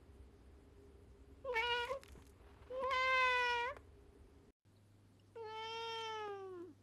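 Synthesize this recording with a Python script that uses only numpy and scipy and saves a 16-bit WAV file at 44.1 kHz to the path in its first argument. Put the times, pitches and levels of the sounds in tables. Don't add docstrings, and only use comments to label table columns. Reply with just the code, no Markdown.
import sys
import numpy as np
from scipy import signal
from scipy.fft import rfft, irfft, next_fast_len
from scipy.io import wavfile
from scipy.ndimage import uniform_filter1d

SR = 44100
rng = np.random.default_rng(int(sys.argv[2]) if len(sys.argv) > 2 else 0)


def dump(signal):
    limited = np.clip(np.atleast_2d(signal).T, -1, 1)
    pcm = np.round(limited * 32767).astype(np.int16)
    wavfile.write(sys.argv[1], SR, pcm)


def natural_amplitude(level_db):
    exponent = np.asarray(level_db, float) / 20
    return 10 ** exponent


N = 300762
TIME = np.arange(N) / SR
CUT_START_S, CUT_END_S = 4.506, 4.651
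LONGEST = 64000


def level(x, db):
    return x * natural_amplitude(db) / np.sqrt(np.mean(x ** 2))


def read(table, hz):
    f, db = np.transpose(table)
    return np.interp(np.log(np.maximum(hz, 1)), np.log(f), db)


def noise(table):
    size = next_fast_len(N)
    white = rfft(rng.standard_normal(size))
    hz = np.arange(len(white)) * SR / size
    return level(irfft(white * natural_amplitude(read(table, hz)), size)[:N], 0)


def band(x, lo_hz, hi_hz):
    return signal.sosfilt(signal.butter(2, [lo_hz, hi_hz], "band", fs=SR, output="sos"), x)


def walk(rate, size=N):
    k = max(int(SR / rate), 2)
    return level(uniform_filter1d(uniform_filter1d(rng.standard_normal(size), k), k), 0)


def chance(rate, n):
    return walk(rate, size=LONGEST)[:n]


def curve(table):
    s, db = np.transpose(table)
    return natural_amplitude(np.interp(TIME, s, db, left=-200, right=-200))


def bump(t, at, span, power):
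    return np.exp(-(2 * (t - at) / span) ** power)


def room_tone(colour, db):
    return level(noise(colour) * natural_amplitude(0.4 * walk(2.5)), db)


# frequency in Hz, density in dB per Hz.
FIRST_AIR = [(15, -50), (25, -18), (49, -7.5), (65, 4.5), (81, -2), (108, -10), (147, -18), (245, -15),
             (274, -13), (320, -17), (399, -16.5), (446, -15), (499, -23), (5000, -43.5), (6500, -74),
             (11000, -120)]
# frequency in Hz, width in Hz, level in dB.
APPLIANCES = [(63, 21, -81.5), (273.1, 9, -76.5), (403, 9, -74)]


def first_room():
    tone = room_tone(FIRST_AIR, -61.5)
    for f, w, db in APPLIANCES:
        peak = [(f / 4, -120), (f - 3 * w, -40), (f, 0), (f + 3 * w, -40), (2 * f, -120)]
        tone = tone + natural_amplitude(db + 1.6 * walk(1.5)) * noise(peak)
    return tone


def hiss_and_edge():
    hiss = 0
    for lo in (4800, 6600, 8400, 10200):
        hi = lo + 1800
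        colour = [(lo / 1.1, -30), (lo, 0), (hi, 0), (1.02 * hi, -30)]
        hiss = hiss + natural_amplitude(-93.5 + 2.2 * walk(45)) * noise(colour)
    edge_db = -102 + 10 * np.tanh(3 * walk(40) - 1)
    return hiss + natural_amplitude(edge_db) * noise([(12400, -40), (12600, 0), (13200, 0)])


# middle in seconds, length in seconds, frequency in
# Hz, change in dB.
MOVES = [(1.59, 0.071, 3500, -3), (1.895, 0.067, 2120, 18), (2.987, 0.17, 4970, 11.5),
         (3.494, 0.15, 5300, 7), (3.48, 0.12, 5300, 8.5), (3.497, 0.18, 5790, 9), (5.45, 0.15, 4460, 33),
         (5.795, 0.35, 4880, 11.5), (6.46, 0.21, 5800, 19), (6.1, 0.33, 5850, 7),
         (2.95, 0.2, 2700, -10), (3.154, 0.57, 3900, 3.5), (3.331, 0.17, 2880, -8), (1.595, .05, 2280, 7),
           (3.3, 0.14, 4205, -8), (5.38, 0.074, 1806, -17), (5.845, 0.53, 2350, -6), (6.41, 0.31, 2020, -9),
           (6.518, 0.21, 1220, 15), (6.115, 0.065, 2800, 2)]
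# middle in seconds, length in seconds,
# frequency in Hz, change in dB.
SWAYS = [(1.3, 0.02, 1930, -11.5), (1.4, 0.042, 3400, -35), (1.76, 0.018, 2700, -17),
         (1.835, 0.016, 2900, -17), (1.5, .04, 3400, 5), (1.72, .08, 5100, -19), (2.6, .06, 3830, -4.5),
         (1.71, 0.023, 5200, 7.5), (1.735, .025, 5300, -9.5), (1.3, 0.041, 4350, 23),
         (1.91, .03, 2100, 5), (1.685, 0.066, 3300, -13), (1.75, .03, 4350, 3), (1.575, .04, 4400, 6.5),
         (1.6, 0.029, 1800, -13.5), (1.64, .03, 4400, -10.5), (1.67, 0.023, 6300, 11.5),
         (3.725, 0.03, 1750, 18.5), (2.2, 0.047, 3100, 5), (3.17, 0.14, 1555, 3), (1.9, 0.036, 1700, -4),
           (2.88, 0.084, 3300, -11.5), (2.895, .03, 4850, 12), (3.26, 0.18, 3050, -7),
           (3.11, 0.035, 3130, -10.5), (3.455, 0.027, 2930, -3), (3.49, 0.068, 2900, 5),
           (2.9, 0.097, 3400, 7.5), (2.925, 0.036, 3100, 6), (3.105, .04, 3900, 5.5),
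           (3.07, .04, 4900, -12.5), (5.4, 0.055, 3400, -2), (3.16, .1, 6100, -11.5),
           (3.28, .04, 6000, -17), (3, 0.054, 5200, -7.5), (3, .05, 7800, -13), (3.46, .08, 1465, -1.5),
           (4.1, 0.084, 5800, 14.5), (3.43, 0.052, 5420, 5.5), (6, .04, 3600, -5),
           (3.455, 0.018, 5870, -16), (3.1, 0.32, 4150, 2), (3.3, 0.064, 4030, 3.5), (3.56, .2, 4300, 5.5),
           (2.78, .06, 1580, -8.5), (3.6, 0.12, 1430, -5), (3.58, 0.18, 1900, -3), (8.8, .03, 7000, 11.5),
           (3.0, 0.11, 12000, 7), (3.0, 0.11, 6750, 14), (2.6, 0.069, 2050, -16),
         (5.36, 0.015, 1570, 18.5), (5.39, 0.046, 2720, 2), (5.38, 0.037, 3500, -16),
           (5.6, 0.12, 2200, 5), (5.65, 0.027, 2100, 1), (5.65, 0.038, 1780, 9), (5.75, 0.25, 1810, -4),
           (5.71, 0.033, 1950, -10), (6.275, .07, 2400, -4), (6.66, 0.061, 1600, -4),
           (5.81, 0.13, 3200, -3.5), (5.88, 0.14, 3640, 8), (5.6, 0.14, 2800, -8), (5.57, 0.17, 4400, 9),
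           (5.59, 0.095, 5900, -24), (5.69, .04, 5320, 5.5), (6.12, .07, 2630, -25), (6.11, 0.062, 1770, 5),
           (6.03, 0.059, 2900, -2), (6.11, 0.06, 3970, -12), (5.93, 0.048, 10000, -13),
           (5.4, .08, 4500, -2), (6.11, 0.092, 5730, -8), (6.01, .04, 5800, -13), (5.3, 0.17, 1300, -6),
           (6.31, .08, 5800, -8), (6.1, 0.06, 1800, -1), (6.69, .05, 920, -4), (5.77, 0.05, 5000, -10),
           (6.01, .03, 5300, -6), (5.47, .06, 4750, -9), (5.48, 0.074, 1740, 7), (5.51, .06, 3060, 2),
           (7.7, .08, 2150, 10), (6.2, 0.033, 5600, -8)]
STEP = 32
ORDER = np.arange(3, 19)[:, None]


def tract(t, pitch, gape, throat_db, mouth_db, peak_hz, colour, split_hz):
    hz = ORDER * pitch
    ring_db = 7 / (1 + ((hz - peak_hz) / 300) ** 2)
    move_db = sum(db * bump(t, at, span, 4) * np.exp(-((hz - f) / (.11 * f)) ** 2)
                  for at, span, f, db in MOVES)
    nose = np.clip(1 - gape / 0.41, 0, .5) * 2
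    move_db += -24 * nose * np.exp(-((hz - 2300) / 270) ** 2)
    wander = [walk(45 * STEP, size=LONGEST // STEP)[:len(t)] for _ in ORDER]
    waver_db = (.3 + .17 * ORDER) * np.array(wander)
    lips_db = -23 * np.maximum(1 - gape / 0.54, 0) * np.clip((hz - 3700) / 600, 0, 1)
    gain = natural_amplitude(read(colour, hz) + ring_db + move_db + waver_db + lips_db)
    upper = np.clip((hz - split_hz) / 200 + .5, 0, 1)
    throat = natural_amplitude(throat_db) / np.sqrt(np.sum((gain * (1 - upper)) ** 2, axis=0) + 1e-12)
    mouth = natural_amplitude(mouth_db) / np.sqrt(np.sum((gain * upper * (hz < 4200)) ** 2, axis=0) + 1e-12)
    lag = .22 * ORDER ** 2 + 2 * np.arctan((hz - peak_hz) / 400)
    sway_db = sum(db * bump(t, at, span, 4) * np.exp(-((hz - f) / 210) ** 2)
                  for at, span, f, db in SWAYS)
    return gain * natural_amplitude(sway_db) * (throat * (1 - upper) + mouth * upper), lag


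# frequency in Hz, level in dB.
AIR = [(4000, -35.5), (6500, 2), (7600, -1.5), (8800, -8.5), (10500, -2), (11800, -9), (13000, -11.5)]
AIR_EDGES_HZ = 3500, 5200, 6600, 8000, 9500, 11300, 13500
# middle in seconds, length in seconds, frequency in Hz, change in dB.
FLARES = [(1.574, .05, 12000, 10.5), (1.67, .03, 11000, 6.5), (1.864, .14, 13000, 3),
          (1.72, 0.0497, 7500, -4.5), (2.2, .06, 16000, 9), (2.2, .1, 7070, 6), (3.3, .55, 10200, 3.5),
          (3.25, 0.44, 8800, -4), (3.8, .25, 5800, 3), (3.58, .15, 11000, -3), (5.9, .3, 12000, 5),
          (5.98, 0.17, 8200, 12), (5.99, .08, 12300, -2.5), (2.83, 0.034, 11000, 23), (6.7, .2, 7000, -4)]


def teeth_hiss(on, flicker_db):
    t, air = TIME[on], noise(AIR)[on]
    out, slow = 0, level(uniform_filter1d(flicker_db, 900), 0)
    for k, (lo, hi) in enumerate(zip(AIR_EDGES_HZ, AIR_EDGES_HZ[1:])):
        middle = (lo + hi) / 2
        flare_db = sum(db * bump(t, at, span, 4) * np.exp(-((middle - f) / 1300) ** 2)
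                       for at, span, f, db in FLARES if t[0] < at < t[-1])
        patch_db = 2.2 * np.roll(slow, 3100 * k)
        out = out + band(air, lo, hi) * natural_amplitude(flare_db + patch_db)
    return out


# start in seconds, end in seconds, roughness 0-1.
CRACKS = [(1.537, 1.569, 0.07), (1.603, 1.63, 0.15), (1.872, 1.897, 0.41), (1.919, 2.0, 0.21),
          (2.7, 2.86, .08), (3.684, 3.753, 0.07), (5.37, 5.48, 0.04), (6.579, 6.665, 0.24)]
# middle in seconds, length in seconds, change in dB.
GUSTS = [(1.579, 0.035, 4.5), (1.672, 0.013, 7), (1.766, 0.08, 4), (1.899, 0.049, 10.5), (2.943, 0.049, 9),
         (3.132, 0.11, -4.5), (1.616, .03, 2.5), (3.505, 0.17, 5), (5.691, 0.056, 0), (5.834, 0.13, 5),
         (5.958, 0.012, 8), (5.985, 0.013, 11), (6.015, .018, 6), (5.77, .015, 2), (6.084, 0.055, 0.5)]
# middle in seconds, length in seconds, change in dB.
SWAYS_SECOND = [(1.871, 0.06, 4.5), (2.929, 0.028, 4.5), (5.374, 0.038, -5.5), (5.568, 0.23, 1.5),
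                (6.445, 0.048, 2), (6.59, .08, -5.5)]
# frequency in Hz, level in dB.
BREATH = [(250, -15), (600, -28), (1500, -12.5), (2500, 0), (3500, -4), (4400, -9), (5400, -7), (6800, -15),
          (9000, -22.5), (13000, -25.5)]


def meow(call, tongue, law, colour, split_hz, breath, teeth_db, sink):
    s, *columns = np.vstack(call).T
    on = (TIME > s[0]) & (TIME < s[-1])
    t, n = TIME[on], on.sum()
    hz, one_db, gape = (np.interp(t, s, c) for c in columns)
    peak_hz = np.interp(t, *np.transpose(tongue))
    gapes, *shares = np.transpose(law)
    two_db, throat_db, mouth_db = (one_db + np.interp(gape, gapes, c) for c in shares)
    late = (t - t.mean()) * (1 - gape)
    throat_db, two_db = throat_db + sink[0] * late, two_db + sink[1] * late
    two_db += sum(db * bump(t, at, span, 4) for at, span, db in SWAYS_SECOND)
    rough = sum(r * np.interp(t, [a - .01, a, b, b + .01], [0, 1, 1, 0]) for a, b, r in CRACKS)
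    gust_db = 11 * rough + sum(db * bump(t, at, span, 2) for at, span, db in GUSTS)
    shut_db, wide_db, top_hz = breath
    breath_db = shut_db + (wide_db - shut_db) * gape + gust_db

    drift, jitter = 0.0024 * chance(48, n), (0.002 + .12 * rough) * chance(400, n)
    phase = 2 * np.pi * np.cumsum(hz * (1 + drift + jitter)) / SR
    settings = (c[::STEP] for c in (t, hz, gape, throat_db, mouth_db, peak_hz))
    sizes, lags = tract(*settings, colour, split_hz)
    voice = natural_amplitude(one_db) * np.sin(phase) + natural_amplitude(two_db) * np.sin(2 * phase - .8)
    for k, size, lag in zip(ORDER, sizes, lags):
        voice += np.interp(t, t[::STEP], size) * np.sin(k * phase - np.interp(t, t[::STEP], lag))
    voice *= -np.sqrt(2) * natural_amplitude((.3 + 4 * rough) * chance(200, n))

    whistle = chance(500, n) * np.sin(2 * np.pi * np.cumsum(peak_hz) / SR)
    flicker_db = 1.3 * chance(70, n)
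    air = band(noise(BREATH)[on], 100, top_hz) + (0.59 + 4.1 * rough) * whistle
    puff = (1 + 0.65 * np.cos(phase)) * natural_amplitude(flicker_db) * air
    push_db = 0.6 * uniform_filter1d(np.maximum(gust_db, 0), SR // 40)
    teeth = natural_amplitude(mouth_db + teeth_db + push_db + flicker_db) * teeth_hiss(on, flicker_db)
    out = np.zeros(N)
    out[on] = voice + teeth + puff * natural_amplitude(breath_db) * np.hypot(natural_amplitude(throat_db), natural_amplitude(mouth_db))
    return out


# time in seconds, pitch in Hz, effort in dB, gape 0-1.
HUM_1 = [(1.442, 527, -70, 0.24), (1.451, 534, -45, 0.14), (1.476, 555, -44, 0.21),
         (1.5, 487.5, -39.5, 0.22), (1.53, 504, -43, .2), (1.536, 474, -47.5, 0.43)]
VOWEL_1 = [(1.564, 448, -43, 0.82), (1.6, 449.7, -44, 0.93), (1.62, 464, -48, 0.84), (1.64, 480, -48, 0.9),
           (1.684, 482.2, -48, 0.85), (1.723, 471.7, -45, 0.89), (1.746, 487, -45.5, 0.82),
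           (1.843, 474.7, -48.5, 0.82)]
CLOSE_1 = [(1.866, 497, -63, 0.84), (1.892, 526, -50.5, 0.52), (1.913, 500, -38, 0.37),
           (1.934, 574, -44.5, 0.29), (1.972, 537, -44, 0.1), (2.009, 467, -81, 0.083)]
HUM_2 = [(2.691, 530, -87, .3), (2.706, 498, -47.5, .02), (2.734, 504, -46.5, 0.22), (2.79, 527, -41, 0.22),
         (2.82, 554, -43, 0.36), (2.836, 483.7, -41, 0.51), (2.897, 540.7, -43, 0.55)]
VOWEL_2 = [(2.909, 555.4, -45, 0.68), (2.938, 508, -48.5, 0.91), (3.01, 519, -46, 0.89),
           (3.103, 523.2, -43.5, 0.89), (3.174, 516, -45, 0.94), (3.319, 500.9, -45.5, 0.94),
           (3.59, 475.4, -48.5, 0.89), (3.649, 481, -48.5, 0.85)]
CLOSE_2 = [(3.682, 521, -47, 0.72), (3.706, 569, -49, 0.68), (3.72, 590, -45.5, 0.092),
           (3.751, 565, -67.5, 0.22)]
HUM_3 = [(5.35, 507.3, -94, 0.6), (5.359, 501.5, -51.5, 0.25), (5.373, 454.5, -50, 0.51),
         (5.417, 459, -47, 0.35), (5.447, 427.3, -49, 0.46)]
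VOWEL_3 = [(5.504, 436.7, -55, 0.75), (5.588, 440.4, -52, 0.91), (5.743, 453.6, -50, 0.91),
           (5.846, 458, -49, 0.87), (6.075, 444.8, -49, 0.91), (6.24, 422, -50.5, 0.73),
           (6.284, 408.3, -46, 0.54), (6.401, 389.6, -50, 0.44)]
CLOSE_3 = [(6.515, 373.3, -49, 0.2), (6.545, 359, -52, 0.31), (6.619, 337.3, -48.5, 0.11),
           (6.64, 371.4, -50.5, 0.046), (6.666, 374, -59, .03), (6.689, 312, -54.5, 0.015),
           (6.717, 277, -57.5, .02), (6.749, 260, -89, 0.097)]
# time in seconds, frequency in Hz.
TONGUE_1 = [(1.47, 3100), (1.531, 2400), (1.611, 2250), (1.644, 2800), (1.821, 2820), (1.872, 2140),
            (2.0, 2200)]
TONGUE_2 = [(2.73, 3010), (2.829, 2810), (2.891, 2140), (3.321, 2200), (3.592, 2670), (3.68, 2045)]
TONGUE_3 = [(5.398, 2750), (5.45, 2220), (5.511, 2960), (5.8, 3110), (6.07, 3040), (6.24, 2716)]
# gape 0-1, second partial in dB, throat in dB, mouth in dB.
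GAPE_1 = [(0, -36.5, -30.5, -34), (.25, -5, -32, -27.5), (.5, -3, -15, -20), (.75, -1, 3, -3),
          (1, 8, -0.5, 15)]
GAPE_2 = [(0, -39.5, -34, -31), (.25, -14, -25, -28), (.5, -0.5, -22, -22), (.75, 3.5, 3, -19.5),
          (0.999, 9, 8.5, 12)]
GAPE_3 = [(0, -27, -35, -42), (.25, -16, -19.5, -33.5), (.5, -6, -11.5, -21), (.75, 0.5, -2, -8.5),
          (1, 0.5, -6.5, 4.5)]
# frequency in Hz, level in dB.
COLOUR_1 = [(710, -30), (1200, -54), (1470, 18.5), (1810, 0.5), (2880, 1), (3160, -4.5), (3680, -11),
            (5340, -16.5), (6320, -63), (9000, -48), (11700, -76.5), (19800, -120)]
COLOUR_2 = [(710, -32), (1200, -5), (2150, -6), (2630, 0), (3330, -4.5), (3650, -11), (4400, -18.5),
            (5430, -26.5), (6420, -31), (9000, -52.5), (11700, -65.5), (19800, -120)]
COLOUR_3 = [(710, 18), (1200, 13.5), (2610, -1), (3190, 1.5), (3410, -5), (3710, -8.5), (4360, -25.5),
            (5470, -7.5), (6590, -25), (9000, -59), (11700, -69), (19800, -120)]
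SPLIT_HZ = 2100, 2350, 2000
# lips shut in dB, mouth wide in dB, top frequency in Hz.
BREATH_DB = [(-6, -24, 11000), (-8, -22.5, 12000), (-24, -19, 13000)]
TEETH_DB = -30.5, -27, -29
# throat in dB per second, second partial in dB per second.
SINK_DB_PER_S = [(0.5, -4.5), (0.5, -5), (18, -4)]


def meows():
    lines = (HUM_1, VOWEL_1, CLOSE_1), (HUM_2, VOWEL_2, CLOSE_2), (HUM_3, VOWEL_3, CLOSE_3)
    tongues = TONGUE_1, TONGUE_2, TONGUE_3
    laws = GAPE_1, GAPE_2, GAPE_3
    colours = COLOUR_1, COLOUR_2, COLOUR_3
    calls = zip(lines, tongues, laws, colours, SPLIT_HZ, BREATH_DB, TEETH_DB, SINK_DB_PER_S)
    return sum(meow(*c) for c in calls)


def walls(x, t60=0.3, db=-24, damp_hz=3000):
    t = np.arange(int(.4 * SR)) / SR
    tail = band(rng.standard_normal(len(t)), 310, damp_hz) * natural_amplitude(-60 * t / t60) * (t > .004)
    return signal.fftconvolve(x, tail * natural_amplitude(db) / np.sqrt(np.sum(tail ** 2)))[:N]


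# start in seconds, peak in dB, centre in Hz, treble in dB, 60 dB decay in seconds.
TICKS = [(1.527, -49, 1740, -83.5, 0.042), (1.5406, -39, 1603, -81, 0.02),
         (1.8514, -41.5, 2264, -56, 0.021), (1.928, -51.5, 3700, -88.5, 0.067),
         (2.0154, -60, 4890, -72.5, 0.017), (2.022, -75, 4730, -64, 0.011),
         (2.0343, -39.5, 2880, -50, 0.0092), (2.0472, -63, 4860, -77, 0.02),
         (2.06, -46.5, 2300, -74, 0.014), (1.894, -71, 3496, -62.5, .015), (2.154, -68, 1100, -90, 0.012),
         (2.08, -61.5, 3540, -60.5, 0.017), (2.0864, -47, 2300, -78, 0.024),
         (1.913, -71, 3480, -59.5, 0.015), (2.1204, -59, 1630, -63.5, 0.025),
         (2.222, -58.5, 2240, -73, 0.033), (2.2533, -61, 4970, -63, 0.0098),
         (2.2663, -61, 3080, -66, 0.033), (2.275, -63, 4310, -66.5, 0.018), (2.2949, -86, 1990, -68, 0.05),
         (2.543, -56.5, 1150, -89, 0.015), (2.838, -38.5, 1520, -80, 0.017),
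         (2.9093, -33, 2230, -67, 0.027), (3.7656, -42, 1156, -69, 0.036),
         (5.355, -55.5, 1500, -110, 0.027), (2.129, -60, 4000, -68.5, 0.018), (2.055, -75, 3970, -71, .012),
         (2.094, -71, 4000, -71.5, .012), (2.816, -56, 2300, -90, .015), (6.276, -48, 1613, -86, 0.019),
         (6.619, -67, 5040, -78, .02)]


def ticks():
    out, t = np.zeros(N), np.arange(2000) / SR
    for s, db, hz, treble_db, t60 in TICKS:
        grit = rng.standard_normal((2, len(t)))
        fade = np.minimum(t / 0.0005, 1) * natural_amplitude(-60 * t / max(t60, .003))
        crack = grit[0] + 3 * (np.arange(len(t)) == 12)
        ring = level(band(crack, hz / 2.2, hz * 1.45), db - 5.0)
        spit = level(band(grit[1], 4600, 13000), treble_db + 3.0)
        out[int(s * SR):][:len(t)] += fade * (ring + spit)
    return out


# time in seconds, level in dB.
RUSTLE = [(1.95, -78), (2.05, -83), (2.19, -69.5), (2.24, -87), (2.38, -73.5), (2.6, -71), (2.72, -67.5),
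          (2.86, -70)]
# time in seconds,
# level in dB.
THIN_HISS = [(1.72, -99), (1.8, -67.5), (1.92, -73), (1.97, -87.5), (2.18, -77.5), (2.33, -89)]


def rustle():
    grain = natural_amplitude(2.4 * walk(150) + 1.3 * walk(30))
    fur = noise([(400, -1.5), (900, 7.0), (2500, -4.5), (4500, -15.5), (7000, -30.5)])
    thin_hiss = curve(THIN_HISS) * natural_amplitude(2 * walk(40)) * noise(AIR)
    return grain * curve(RUSTLE) * fur + thin_hiss


# start in seconds, peak in dB, centre in Hz.
THUDS = [
    (1.929, -44.5, 149),
    (2.153, -45.5, 385),
    (2.176, -40.5, 147),
    (2.822, -38, 262),
    (3.768, -41.5, 434),
    (6.28, -35.5, 410),
]


def thuds():
    out, t = np.zeros(N), np.arange(3000) / SR
    shape = np.minimum(t / .002, 1) * np.exp(-t / .005)
    for s, db, hz in THUDS:
        out[int(s * SR):][:len(t)] += natural_amplitude(db - 3) * np.sin(2 * np.pi * hz * t) * shape
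    return out


def gap_trace():
    trace = natural_amplitude(-100) * noise([(100, 0), (400, -10), (1500, -20), (12000, -28)])
    return trace * (np.abs(TIME - 4.564) > .031)


# frequency in Hz, density in dB per Hz.
SECOND_AIR = [(15, -26), (30, 0), (70, -2.5), (130, -2.5), (200, 0), (300, 0.5), (450, -9), (600, -12),
              (2600, -24.5), (4500, -25), (7000, -44.5)]
# frequency in Hz, level in dB.
FRIDGE = (100.5, -69)


def second_room():
    hz, db = FRIDGE
    swell = natural_amplitude(db + 3 + 0.64 * walk(4.7))
    fridge = swell * np.sin(2 * np.pi * hz * TIME + .5 * walk(2.7))
    return room_tone(SECOND_AIR, -70.5) + fridge


# start in seconds, frequency in Hz, level in dB, 60 dB decay in seconds.
TAG = [
    (4.761, 4360, -70, 0.039),
    (4.768, 3930, -70.5, 0.044),
    (5.196, 2860, -59.5, 0.024),
    (5.197, 5360, -65.5, 0.023),
]


def tag():
    out, t = np.zeros(N), np.arange(3000) / SR
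    for s, hz, db, t60 in TAG:
        ring = natural_amplitude(db - 60 * t / t60) * np.sin(2 * np.pi * hz * t)
        out[int(s * SR):][:len(t)] += np.minimum(t / 0.0018, 1) * ring
    return out


def scene():
    near = meows() + ticks() + thuds() + tag()
    first = np.where(TIME < CUT_START_S, first_room(), 0)
    second = np.where(TIME > CUT_END_S, second_room(), 0)
    return (near + walls(near) + rustle() + first + second)[None]


def low_pass(x):
    return signal.sosfilt(signal.butter(12, 13080, fs=SR, output="sos"), x)


def record(dry):
    live = (TIME < CUT_START_S) | (TIME > CUT_END_S)
    return low_pass(dry + np.where(live, hiss_and_edge(), gap_trace()))


dry = scene()
out = record(dry)
dump(out)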